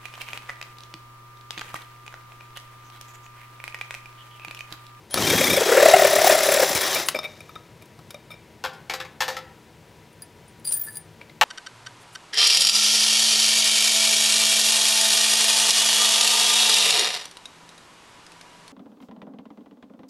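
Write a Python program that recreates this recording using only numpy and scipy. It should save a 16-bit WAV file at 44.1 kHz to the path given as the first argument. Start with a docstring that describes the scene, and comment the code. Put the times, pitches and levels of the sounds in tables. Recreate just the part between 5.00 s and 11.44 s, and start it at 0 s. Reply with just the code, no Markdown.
"""In a hard-walled workroom with a ventilation hum, a cordless driver backs out a long screw.
Tooth meshing makes the motor whine, random impacts excite the gears and the socket, and stick-slip
makes the thread squawk in jerks until the brake stops the tool. Damped modes then sound the driver set down
on a stepladder, steel screws jingling in a hand and one last knock on the ladder."""
import sys
import numpy as np
from scipy import signal
from scipy.fft import rfft, irfft
from scipy.io import wavfile
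from scipy.ndimage import uniform_filter1d

SR = 44100
rng = np.random.default_rng(int(sys.argv[2]) if len(sys.argv) > 2 else 0)


def unload_wav(signal):
    """Save mono or channel-first audio to the path in sys.argv[1] as 16-bit WAV at rate SR, clipped to [-1, 1]."""
    wavfile.write(
        sys.argv[1],
        SR,
        np.round(np.clip(np.atleast_2d(signal).T, -1, 1) * 32767).astype(np.int16),
    )


N = 284004
TIME = np.arange(N) / SR


def amp(db):
    """Decibel definition: amplitude ratio of a level in dB."""
    return 10 ** (np.asarray(db) / 20)


def unit(x):
    """Normalization: scales a signal to an rms of 1."""
    return x / np.sqrt(np.mean(x ** 2) + 1e-20)


def loudest(x, size=220):
    """Short-time energy: the highest rms in a window of a few milliseconds."""
    return np.sqrt(uniform_filter1d(x ** 2, size).max() + 1e-20)


def read(points, hz):
    """Spectral interpolation: a curve's value at hz, on a log-frequency axis."""
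    f, value = np.transpose(points)
    return np.interp(np.log(hz + 1), np.log(f + 1), value)


def level(s, db):
    """Envelope: gain along a dB curve, practically silent outside it."""
    return amp(np.interp(TIME, s, db, left=-150, right=-150))


def before(s, blur_s):
    """Smooth switching: falls from 1 to 0 around the time s."""
    return .5 - .5 * np.tanh((TIME - s) / blur_s)


def add(mix, s, sound):
    """Superposition: adds a sound to the mix from the time s on."""
    part = mix[max(round(s * SR), 0):][:len(sound)]
    part += sound[:len(part)]


def highpass(x, order, hz):
    """High-pass filtering: removes what lies below hz."""
    return signal.sosfilt(signal.butter(order, hz, "high", fs=SR, output="sos"), x)


def colour(x, points, size=4096):
    """Minimum-phase filtering: a causal filter of unit energy with the given spectrum."""
    db = np.maximum(read(points, abs(np.fft.fftfreq(size, 1 / SR))), -100)
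    log_gain = np.log(amp(db))
    # the Hilbert transform of the log gain supplies the phase
    spectrum = np.exp(np.conj(signal.hilbert(log_gain)))
    taps = np.fft.ifft(spectrum).real[:size // 2]
    return signal.oaconvolve(x, taps / np.linalg.norm(taps))[:len(x)]


def ring(x, modes, size=8192):
    """Modal resonance: excites damped modes whose joint response has unit energy."""
    t = np.arange(size) / SR
    taps = np.zeros(size)
    for k, (hz, width, db) in enumerate(modes):
        decay = np.sqrt(width) * np.exp(-np.pi * width * t)
        taps += (-1) ** k * amp(db) * decay * np.sin(2 * np.pi * hz * t)
    return signal.oaconvolve(x, taps / np.linalg.norm(taps))[:len(x)]


def drift(rate_hz):
    """Random modulation: lowpassed noise of rms 1."""
    smoothing = np.exp(-(np.fft.rfftfreq(N, 1 / SR) / rate_hz) ** 2)
    return unit(irfft(rfft(rng.standard_normal(N)) * smoothing, N))


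def grains(per_s, spread_db, size=N):
    """Random impulse train: tiny impacts of uneven size and random sign, rms 1."""
    at = np.flatnonzero(rng.random(size) < per_s / SR)
    size_db = spread_db * np.minimum(rng.exponential(1, size)[at], 4)
    out = np.zeros(size)
    out[at] = amp(size_db) * np.sign(rng.random(size)[at] - .5)
    return unit(out)


def blow(bass_db, treble_db, body, size=440):
    """Contact hardness: weights a struck body's low and high range against its middle."""
    bands = [(60, 1200), (1200, 5000), (5000, 17000)]  # Hz
    parts = [signal.sosfilt(signal.butter(3, band, "band", fs=SR, output="sos"), body) for band in bands]
    low, middle, high = [part / loudest(part, size) for part in parts]
    return amp(bass_db) * low + middle + amp(treble_db) * high


# spectrum of the moving air: (frequency [Hz], relative level [dB])
AIR_SPECTRUM = [(12, -60), (20, -35), (49, -13.5), (101, -3), (163, -3.5), (193, -11.5), (228, -5),
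                (255, -17.5), (310, -7.5), (446, -11.5), (660, -15.5), (976, -17), (1120, -21.5),
                (2080, -20.5), (16000, -39.5)]
# fan tones: (frequency [Hz], relative level [dB])
FAN_TONES = [(161.5, -61), (220.7, -66.5), (457.6, -66), (963.6, -63), (2013, -79), (8134, -101)]
AIR_DB = -50.5


def ventilation():
    """Broadband flow noise and tonal fan noise: steady moving air with a few wavering tones."""
    hum = sum(amp(db) * np.sin(2 * np.pi * hz * TIME + 0.55 * drift(5.5)) for hz, db in FAN_TONES)
    air = colour(rng.standard_normal(N), AIR_SPECTRUM) * amp(0.28 * drift(11))
    return amp(AIR_DB) * air + amp(1.0) * hum


# reverberation of the room: (frequency [Hz], t60 [s])
REVERBERATION = [(150, .6), (600, .62), (2000, .52), (5000, .36), (10000, .22), (16000, .15)]


def room(x):
    """Reverberant decay: sparse reflections of random sign make a tail whose high treble dies first."""
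    reflections = rng.choice([-1., 1.], SR) * (rng.random(SR) < 3000 / SR)
    hz, t, z = signal.stft(reflections, SR, nperseg=256)
    decay = amp(-60 * t / read(REVERBERATION, hz)[:, None])
    onset = np.minimum(t / 0.0029, 1)
    tail = signal.istft(z * decay * onset, SR, nperseg=256)[1]
    return signal.fftconvolve(x, tail / np.linalg.norm(tail))[:N]


# knocks on the ladder top: (time [s], relative peak [dB], bass against middle [dB],
# treble against middle [dB], t60 of the clatter [s], contact ring [Hz], lowest frequency shaken [Hz])
LADDER_KNOCKS = [(3.639, -13, -2, -7.5, 0.11, 1630, 330), (3.733, -40, -1, 11, 0.081, 1560, 400),
                 (3.897, -12.5, -7, -8, 0.097, 2470, 330), (3.937, -14.5, -4, -1, .072, 1540, 327),
                 (4.001, -19, -10, -7, 0.058, 1810, 348), (4.050, -29, -5, -8, 0.055, 2440, 400),
                 (4.205, -8.5, -5, -4.5, 0.13, 1760, 550), (4.28, -13.5, -3.5, -4.5, 0.16, 1880, 348),
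                 (4.346, -30, -10, -4, .09, 3500, 450), (4.367, -17, -9, -8.5, 0.059, 1350, 456),
                 (6.412, 2.5, -3, -10, 0.064, 2840, 676)]
# spectrum of the struck ladder: (frequency [Hz], relative level [dB])
LADDER_SPECTRUM = [(88, -50), (150, -27), (244, 0), (484, 5.5), (612, -0.5), (730, 5), (1040, 7),
                   (1190, -2), (1720, 2), (2270, 4), (3620, -1), (10000, -27), (10800, -23.5), (15100, -25),
                   (16000, -66)]
# modes of the ladder: (frequency [Hz], width [Hz], relative level [dB])
LADDER_MODES = [(517, 20, -2), (765, 30, -3), (877, 25, 2), (1035, 30, -1), (1330, 50, -10), (1730, 80, -3),
                (1930, 60, -6), (2480, 60, -5), (2680, 70, -7), (3570, 90, -7), (3900, 140, -10)]
# reflections from nearby walls: (delay [s], gain [ratio])
WALL_ECHOES = [(.0085, 0.06), (0.0113, 0.39), (.0205, .25), (.032, 0.051)]
CRACK_DB, CRACK_GROWTH = 1.5, 0.54  # first crack of a 0 dB blow, and its dB per dB of strength


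def ladder():
    """Modal impact: the battery and parts land on the hollow ladder top; the walls answer at once."""
    out, t = np.zeros(N), np.arange(SR // 3) / SR
    for s, db, bass_db, treble_db, t60, hz, lowest_hz in LADDER_KNOCKS:
        clatter = grains(5000, 3.7, size=len(t)) * amp(-60 * t / t60)
        first = amp(CRACK_DB + CRACK_GROWTH * db) * rng.standard_normal(len(t)) * amp(-60 * t / 0.029)
        crack = first + amp(4) * clatter
        notes = ring(crack * amp(-60 * t / 0.021), LADDER_MODES)
        contact = ring(crack, [(hz, hz / 10, 0)])
        body = unit(colour(crack, LADDER_SPECTRUM)) + amp(-6.0) * unit(notes) + amp(-4.5) * unit(contact)
        heard = body.copy()
        for delay, gain in WALL_ECHOES:
            add(heard, delay, gain * body)
        sound = blow(bass_db, treble_db, heard)
        boom = np.sin(2 * np.pi * LADDER_MODES[0][0] * t) * amp(-60 * t / 0.31)
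        # a blow near the rim hardly moves the lowest modes
        sound = highpass(sound / loudest(sound) + amp(-15.5) * boom, 4, lowest_hz)
        thud = np.sin(2 * np.pi * 62 * t) * amp(-60 * t / 0.043)
        thud += np.sin(2 * np.pi * 160 * t) * amp(-60 * t / 0.047)
        add(out, s, amp(db) * (sound + amp(-26.0) * thud))
    return amp(-11.0) * out


def chatter(rows, modes, tilt_db, per_s, tick_db, tick_hz, uneven_db, detune):
    """Multiple-impact excitation: steel parts bounce and slide; every contact favours other modes."""
    out, t = np.zeros(N), np.arange(SR // 6) / SR
    for s, db, length in rows:
        chance, *sizes = rng.standard_normal((len(modes) + 2, len(t)))
        # contacts weaken by 17 dB within the length
        contacts = (rng.random(len(t)) < per_s / SR) * amp(2.8 * chance - 17.0 * (t / length) ** 2)
        contacts[0] = 1.04
        favour_db = uneven_db * rng.standard_normal(len(modes))
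        sound, seating = np.zeros(len(t)), 1 + detune * rng.standard_normal()
        for (hz, width, mode_db), size, favour in zip(modes, sizes, favour_db):
            gain = amp(mode_db + favour + tilt_db * np.log2(hz / 4000))  # tilt in dB per octave
            sound += gain * unit(ring(contacts * size, [(hz * seating, width, 0)], size=4096))
        tick = highpass(contacts * sizes[-1], 1, tick_hz)
        sound = unit(sound) + amp(tick_db) * unit(tick)
        add(out, s, amp(db) * sound / loudest(sound))
    return out


# screws slide over each other in the hand: (start [s], end [s], relative level [dB], fade [dB/s])
SCREW_SLIDES = [(5.645, 5.696, -43.5, -100), (5.716, 5.885, -37, 0), (5.891, 5.953, -42, 66)]
# modes of a steel screw: (frequency [Hz], width [Hz], relative level [dB])
SCREW_MODES = [(1750, 20, -19), (4830, 35, -16), (9290, 28, 1), (10600, 30, -12), (10850, 30, -4),
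               (12900, 60, -20), (14200, 45, -19), (14850, 35, -12)]


def slide(per_s=1600, spread_db=6.0, uneven_db=8.0, ticks_per_s=260, tick_db=-13):
    """Frictional excitation: dense thread contacts ring the screws, mode by mode; the ridges tick."""
    push = np.zeros(N)
    for start, end, db, fade in SCREW_SLIDES:
        sliding = (TIME > start) * (TIME < end)
        push += sliding * amp(db - fade * np.clip(TIME - start, 0, end - start))
    ticks = push * grains(ticks_per_s, 5.3)
    rub = 0.87 * (push * grains(per_s, spread_db) + ticks)
    rings = sum(amp(mode[2] - 0.5) * ring(rub * amp(uneven_db * drift(11)), [mode]) for mode in SCREW_MODES)
    return rings + amp(tick_db) * highpass(ticks, 1, 4000)


# screws clink together: (time [s], peak level [dB], length [s])
SCREW_CLINKS = [(2.06, -33.5, 0.041), (5.128, -59, .004), (5.221, -35, 0.0017), (5.481, -51, 0.0011),
                (5.598, -54, .004), (5.722, -18, 0.009), (5.955, -35, 0.0032), (5.970, -29, 0.0021),
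                (6.011, -50, .003)]


def screws():
    """Impact and friction: the screws clink together and slide over each other."""
    clinks = chatter(SCREW_CLINKS, SCREW_MODES, tilt_db=0.5, per_s=2300, tick_db=-14, tick_hz=6000,
                     uneven_db=7.0, detune=0)
    return clinks + slide()


# bumps of the plastic casing: (time [s], relative level [dB], frequency [Hz], t60 of the note [s])
CASING_BUMPS = [(2.493, -49.5, 1290, 0.053), (2.560, -39.5, 1280, 0.052), (2.992, -51, 1300, .03),
                (3.144, -43, 586, 0.072), (6.2146, -39, 2300, 0.015), (6.298, -48.5, 2070, .02)]


def tocks():
    """Cavity resonance: the hollow casing answers a light bump with one short note and a soft thud."""
    out, t = np.zeros(N), np.arange(SR // 8) / SR
    for s, db, hz, t60 in CASING_BUMPS:
        note = np.sin(2 * np.pi * hz * t) * amp(-60 * t / t60)
        scuff = unit(ring(rng.standard_normal(len(t)), [(hz, hz / 2, 0)])) * amp(-60 * t / 0.053)
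        thud = np.sin(2 * np.pi * 105 * t) * amp(-60 * t / 0.085)
        add(out, s, amp(db) * (amp(9.5) * note + amp(-4.0) * scuff + amp(-7) * thud))
    return out


# clicks of trigger, gears, brake and fingers: (time [s], relative peak [dB], bass against middle [dB],
# treble against middle [dB], t60 of the first decay [s])
SHARP_CLICKS = [(.109, -29, -9, 4, .022), (.142, -5, -3.5, 1.5, 0.0079), (0.222, -9, 0, -8, 0.029),
                (1.701, -18, -2.5, -7, 0.034), (1.75, -9, -1.5, 5.5, 0.11), (1.815, -12.5, -18, 4, 0.042),
                (1.947, -10, -6, 10, .029), (2.086, -3.5, -19, -2, 0.018), (2.823, -37, 9, 8, 0.018),
                (2.857, -43, 3, 13, 0.022), (2.99, -36, 7, -5, .025), (3.106, -27, -10, 0, 0.028),
                (5.709, -26, -4, 5, 0.027), (6.212, -35, 5, -20, 0.027), (6.296, -38, -6, -20, 0.027)]
# spectrum of a click: (frequency [Hz], relative level [dB])
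CLICK_SPECTRUM = [(100, 8.5), (400, 3.5), (700, 6), (2200, -4), (4000, 1.5), (7000, -7.5), (10000, -5),
                  (16000, -12)]


def clicks():
    """Impulsive contact: dry snaps of hard plastic and steel, each a fast decay with a weak slower tail."""
    out, t = np.zeros(N), np.arange(SR // 8) / SR
    for s, db, bass_db, treble_db, t60 in SHARP_CLICKS:
        decay = amp(-60 * t / t60) + amp(-19.0) * amp(-60 * t / 0.11)
        snap = rng.standard_normal(len(t)) * decay
        sound = blow(bass_db, treble_db, colour(snap, CLICK_SPECTRUM))
        add(out, s, amp(db) * sound / loudest(sound))
    return amp(-9.5) * out


# bursts of rattling on the tight screw head: (start [s], end [s], peak level [dB])
RATTLE_BURSTS = [(0.267, 0.323, -19), (.377, 0.563, -17.5)]
RATTLES_PER_S = 32.3
RATTLE_S, RATTLE_ENDS_DB = 0.015, -2  # length of one rattle; a burst is weaker at both ends


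def rattles():
    """Periodic impact: rows (time [s], peak [dB], length [s]) that swell towards the middle of a burst."""
    rows = []
    for start, end, db in RATTLE_BURSTS:
        for s in np.arange(start, end, 1 / RATTLES_PER_S):
            place = 2 * (s - start) / (end - start) - 1
            rows.append((s, db + RATTLE_ENDS_DB * place ** 2, RATTLE_S))
    return rows


# single clanks of the socket: (time [s], peak level [dB], length [s])
SOCKET_CLANKS = [(.173, -21.5, 0.018), (1.755, -23.5, .012), (1.955, -22, 0.037), (2.146, -20.5, 0.0088),
                 (2.158, -24.5, 0.015), (2.189, -23, .003), (2.232, -27.5, 0.039), (2.405, -38, 0.0043),
                 (2.493, -41, 0.0028), (2.555, -39, 0.0071), (2.815, -49.5, 0.019), (3.108, -42, 0.0014),
                 (3.144, -38, 0.005), (3.304, -38.5, 0.03), (3.336, -44, 0.011)]
# modes of the socket, slightly detuned by its seating: (frequency [Hz], width [Hz], relative level [dB])
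SOCKET_MODES = [(619, 85, 2), (1274, 76, -2), (2346, 65, 5.5), (3700, 37, 0.5), (4860, 26, -18),
                (5350, 55, -7), (7170, 120, -23), (9240, 290, -11.5), (11970, 170, -16), (13300, 110, -59),
                (14500, 200, -18)]


def socket():
    """Modal impact: the steel socket rattles in bursts on the screw head, with clanks before and after."""
    bursts = chatter(rattles(), SOCKET_MODES, tilt_db=5.0, per_s=2200, tick_db=-28, tick_hz=1510,
                     uneven_db=2.0, detune=0.028)
    clanks = chatter(SOCKET_CLANKS, SOCKET_MODES, tilt_db=1.0, per_s=2600, tick_db=-30, tick_hz=1510,
                     uneven_db=4.5, detune=0.0077)
    return highpass(bursts + clanks, 2, 220)  # the socket's rattle has little below 220 Hz


# single catches of the tight thread: (time [s], relative peak [dB], nominal pitch [Hz])
THREAD_CATCHES = [(.3372, -13, 475.6), (.415, -14.5, 524), (.5411, -18.8, 576), (.578, -11, 545),
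                  (.6187, -11.5, 462.6)]
# friction in the thread: (time [s], relative squawk level [dB], nominal pitch [Hz])
THREAD_FRICTION = [(0.66, -19.5, 416), (0.862, -10.5, 638), (0.926, -9.5, 604), (0.938, -11, 678),
                   (1.074, -18, 577), (1.26, -15.5, 682.6), (1.4, -22.5, 606.7), (1.64, -16, 541),
                   (1.66, -27, 492)]
# after the catches the thread slips once per turn of the screw
FIRST_SLIP_S, LAST_SLIP_S, TURNS_PER_S = .668, 1.64, 36.4
SLIP_JITTER_S, SLIP_SPREAD_DB, SLIP_PITCH_SPREAD = 0.000987, 3, 0.0392
# slips are drawn out and peak lower at first, then short
DRAG_S, SNAP_S, DRAG_ENDS_S, DRAG_DB = 0.017, 0.0092, 0.85, -4
# numbers of the turns on which the thread hardly grips, and how much weaker they are
SMOOTH_TURNS, SMOOTH_DB = (9, 16), -13


def slips(catch_s=.014, peak_db=8.5):
    """Stick-slip cycle: rows (time [s], relative peak [dB], nominal pitch [Hz], nominal length [s])."""
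    s = np.arange(FIRST_SLIP_S, LAST_SLIP_S, 1 / TURNS_PER_S)
    late, louder, higher = rng.standard_normal((len(s), 3)).T
    at, friction_db, pitch_hz = np.transpose(THREAD_FRICTION)
    smooth, dragging = np.isin(np.arange(len(s)), SMOOTH_TURNS), s < DRAG_ENDS_S
    db = np.interp(s, at, friction_db) + peak_db + SLIP_SPREAD_DB * louder
    db = db + SMOOTH_DB * smooth + DRAG_DB * dragging
    hz = np.interp(s, at, pitch_hz) * (1 + SLIP_PITCH_SPREAD * higher)
    length = np.where(dragging, DRAG_S, SNAP_S)
    catches = [(*row, catch_s) for row in THREAD_CATCHES]
    return catches + list(zip(s + SLIP_JITTER_S * late, db, hz, length))


# spectra of the rubbing noise and of its grit: (frequency [Hz], relative level [dB])
RASP_SPECTRUM = [(300, -50), (900, 3), (1400, 4.5), (2000, 6), (2800, 2), (5000, -40), (9000, -14.5)]
GRIT_SPECTRUM = [(1500, -18), (4000, -16), (5500, -3), (6700, -4), (7600, 7.5), (8700, -2), (10500, -2),
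                 (12500, -24), (14000, -18), (15000, -7), (16000, 2)]
# modes of the driver housing: (frequency [Hz], width [Hz], relative level [dB])
HOUSING_MODES = [(391.5, 19.6, -1), (484, 65, -6.5), (640, 62, -3), (781.4, 9.9, -4.5), (1980, 60, -13)]


def thread():
    """Stick-slip: each slip scrapes, then swells into a short squawk whose pitch climbs and eases."""
    tone, rasp, grit = np.zeros((3, N))
    t = np.arange(-SR // 40, SR // 40) / SR
    for s, db, hz, length in slips():
        pitch = hz * (.68 + 0.3747 * np.exp(-((t - .003) / 0.01096) ** 2))
        phase = 2 * np.pi * (np.cumsum(pitch) / SR + rng.random())
        fade = signal.windows.tukey(len(t), .5)
        swell = amp(db) / (1 + (t / (0.41 * length)) ** 2) ** 1.13 * fade
        overtones = amp(-20) * np.sin(2 * phase) + amp(-15) * np.sin(3 * phase) + amp(-22) * np.sin(4 * phase)
        add(tone, s + t[0], swell * (np.sin(phase) + overtones))
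        # rubbing noise grows less with strength than the squawk and lasts longer
        rub = amp(.65 * db) / (1 + (t / (.65 * length)) ** 2) * fade
        add(rasp, s + t[0] + 0.00092, rub * (1 + 0.92 * np.sin(phase)))
        add(grit, s + t[0] - .004, rub * np.exp(-(t / 0.013) ** 2))
    rasp, grit = rasp * grains(9000, 1.1), grit * grains(5000, 5.6)
    scrape = amp(-20.0) * colour(rasp, RASP_SPECTRUM) + amp(-20.0) * colour(grit, GRIT_SPECTRUM)
    scrape += amp(-33) * ring(grit, GEARBOX_MODES)
    return amp(-0.47) * tone + amp(-18.5) * ring(rasp, HOUSING_MODES) + scrape


# trigger pulled, spin-up time constant, trigger let go, braking time
TRIGGER_S, SPIN_UP_S, RELEASE_S, BRAKE_S = .135, .035, 1.84, .31
SAG, EASE_S = .05, 0.46  # share of speed that the tight screw takes; time constant of the easing load


def load():
    """Exponential relaxation: how tight the screw is, 1 at the start, easing towards 0."""
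    return np.exp(-np.maximum(TIME - TRIGGER_S, 0) / EASE_S)


def speed():
    """Rotor dynamics: share of the free speed with a quick spin-up, a sag under load, then the brake."""
    spin_up = 1 - np.exp(-np.maximum(TIME - TRIGGER_S, 0) / SPIN_UP_S)
    braking = np.maximum(1 - (np.maximum(TIME - RELEASE_S, 0) / BRAKE_S) ** 2, 0)
    return spin_up * (1 - SAG * load()) * braking


# gearbox clatter: (time [s], relative level of the middle [dB], relative level of the treble [dB])
GEAR_LEVELS = [(0.16, -30, -46), (0.176, -28, -29.5), (0.298, -22, -23), (0.544, -26, -24),
               (0.63, -26, -28), (0.882, -21, -25), (1.208, -23, -27), (1.266, -18.5, -22),
               (1.368, -22, -27.5), (1.512, -24, -26), (2.004, -25, -30.5), (2.08, -40, -42)]
GEAR_RISE_DB_PER_S, GEAR_STOP_DB_PER_S = 330, 400  # the treble rises and stops twice as steeply
WHIR_DB, WHIR_FADE_DB_PER_S, WHIR_TREBLE_DB = -46, 29, -5  # faint whir left after the clatter stops


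def gear_gains():
    """Envelopes of clatter and treble: a fast rise, the run, a fast stop and a fading whir."""
    s, body_db, treble_db = np.transpose(GEAR_LEVELS)
    early, late = np.maximum(s[0] - TIME, 0), np.maximum(TIME - s[-1], 0)
    ends = amp(-GEAR_RISE_DB_PER_S * early - GEAR_STOP_DB_PER_S * late) * (TIME > START_CHIRP[0][0])
    whir = amp(WHIR_DB - WHIR_FADE_DB_PER_S * late) * (late > 0)
    clatter = ends * amp(np.interp(TIME, s, body_db)) + whir
    treble = ends ** 2 * amp(np.interp(TIME, s, treble_db)) + amp(WHIR_TREBLE_DB) * whir
    return clatter, treble


# spectra of clatter, its treble and the tool's wobble: (frequency [Hz], relative level [dB])
CLATTER_SPECTRUM = [(90, -41), (150, -19), (250, -17.5), (390, 1.5), (460, -8.5), (570, 1.5), (930, -3.5),
                    (1500, -6), (1750, -1.5), (2900, -9), (3800, -3), (4300, -7.5), (5600, -6),
                    (7000, -13.5), (9100, -52)]
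FIZZ_SPECTRUM = [(3500, -22), (6000, 2), (6800, -5), (7600, -2), (8700, -7), (10000, -6), (11300, -8.5),
                 (12400, -5), (13800, -6), (15300, -18), (16000, -27)]
WOBBLE_SPECTRUM = [(25, -26), (70, -10), (140, -1.5), (240, -3.5), (380, -0.5), (520, -6), (900, -49),
                   (2000, -45)]
# ringing steel parts of the gearbox: (frequency [Hz], width [Hz], relative level [dB])
GEARBOX_MODES = [(5420, 70, -3.5), (7400, 110, -1), (9650, 72, -7.5), (9400, 430, -3.5), (10880, 620, 2.5),
                 (14000, 140, -16), (14840, 130, 0)]
# electronic drive chirp at start-up: (time [s], mean frequency [Hz], level [dB])
START_CHIRP = [(.1, 9750, -58), (.115, 9850, -35), (.135, 10150, -32), (.155, 10700, -30.5),
               (.19, 10930, -46)]
FREE_HZ = 3385  # mean gear whine with no load
# the whine of the free gears, its gain under full load, and its mean gain under the brake
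WHINE_DB, WHINE_LOAD_DB, WHINE_BRAKE_DB = -40.5, 18, 7.5
WHINE_RISES_S = 0.23  # the teeth begin to sing only near full speed
# the screw rubs once per turn: depth of that pulsing in the clatter and in its treble
TURN_BODY_DB, TURN_TREBLE_DB = -0.5, 2.5
STRIKES_PER_S, STRIKE_SPREAD_DB = 700, 3.8
STEEL_FREE_S, STEEL_GROWTH = 1, 1.48  # steel rings more once the screw stands clear; dB per dB of treble
# the screw breaks loose at LOOSE_S; the tool wobbles hard before that and little afterwards
LOOSE_S, WOBBLE_TIGHT_DB, WOBBLE_LOOSE_DB = 0.574, -27.5, -48.5


def motor():
    """Gear meshing: teeth whine and clatter, throbbing once per rotor turn; the drive chirps at start."""
    pace = speed()
    mesh = 2 * np.pi * np.cumsum(FREE_HZ * pace * (1 + 0.00264 * drift(31))) / SR
    # under the brake the teeth chatter, so the whine breaks up
    braked = 1 - before(RELEASE_S + 0.056, 0.027)
    whine_db = WHINE_DB + WHINE_LOAD_DB * load() + braked * (WHINE_BRAKE_DB + 4 * drift(60))
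    singing = (1 - 1.2 * before(WHINE_RISES_S, 0.023)) * pace ** 2.2 * (1 + 0.31 * drift(50))
    whine = amp(whine_db) * singing * (np.sin(mesh) + amp(-12) * np.sin(2 * mesh))

    rotor = mesh / 9
    throb = (1 + 0.047 * np.sin(rotor)) * amp(1.8 * drift(93))
    clatter, treble = gear_gains()
    turn = np.cos(2 * np.pi * TURNS_PER_S * (TIME - FIRST_SLIP_S))
    turn = turn * before(LAST_SLIP_S, 0.018) * (1 - before(DRAG_ENDS_S, 0.045))
    clatter, treble = clatter * amp(TURN_BODY_DB * turn), treble * amp(TURN_TREBLE_DB * turn)
    body = amp(-1.5) * clatter * colour(grains(12000, 3.83) * throb, CLATTER_SPECTRUM)
    fizz = amp(-5.0) * colour(treble * throb * grains(12000, 2.5), FIZZ_SPECTRUM)

    # each steel part is struck on its own, so the rings flare up in turn
    strikes = treble ** STEEL_GROWTH * throb * (1 - 0.72 * before(STEEL_FREE_S, 0.21))
    steel = np.zeros(N)
    for mode in GEARBOX_MODES:
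        steel += amp(mode[2] + 3.0) * ring(strikes * grains(STRIKES_PER_S, STRIKE_SPREAD_DB), [mode])

    sway = pace * (amp(WOBBLE_TIGHT_DB) * before(LOOSE_S, 0.042) + amp(WOBBLE_LOOSE_DB))
    wobble = sway * colour(grains(500, 2.9), WOBBLE_SPECTRUM)

    s, hz, db = np.transpose(START_CHIRP)
    switching = 2 * np.pi * np.cumsum(np.interp(TIME, s, hz) * (1 + 0.0098 * drift(500))) / SR
    steady_tone = np.sin(2 * np.pi * 3210 * TIME + 0.86 * drift(150))
    chirp = level(s, db) * (np.sin(switching) + amp(-9.5) * steady_tone)
    return whine + body + fizz + steel + wobble + chirp


def scene():
    """Superposition: all sources and their reverberation, a little louder on the left."""
    # the driver's sound has little below 70 Hz
    driver = highpass(motor() + thread() + clicks() + tocks(), 2, 70)
    tool = driver + socket()
    jingle, knocks = screws(), ladder()
    wet = room(amp(-15.0) * tool + amp(-18) * jingle + amp(-11.5) * knocks)
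    return (tool + jingle + knocks + wet + ventilation()) * amp([[1.3], [-1.6]])


EDGE_HZ = 15850  # upper band limit


def record(dry):
    """Saturation and band limiting: the loudest peaks are rounded off, then the top is cut."""
    rounded = dry / (1 + dry ** 6) ** (1 / 6)
    lowpass = signal.firwin(511, EDGE_HZ, window=("kaiser", 9), fs=SR)
    return signal.oaconvolve(rounded, lowpass[None], "same")


dry = scene()
out = record(dry)
unload_wav(out)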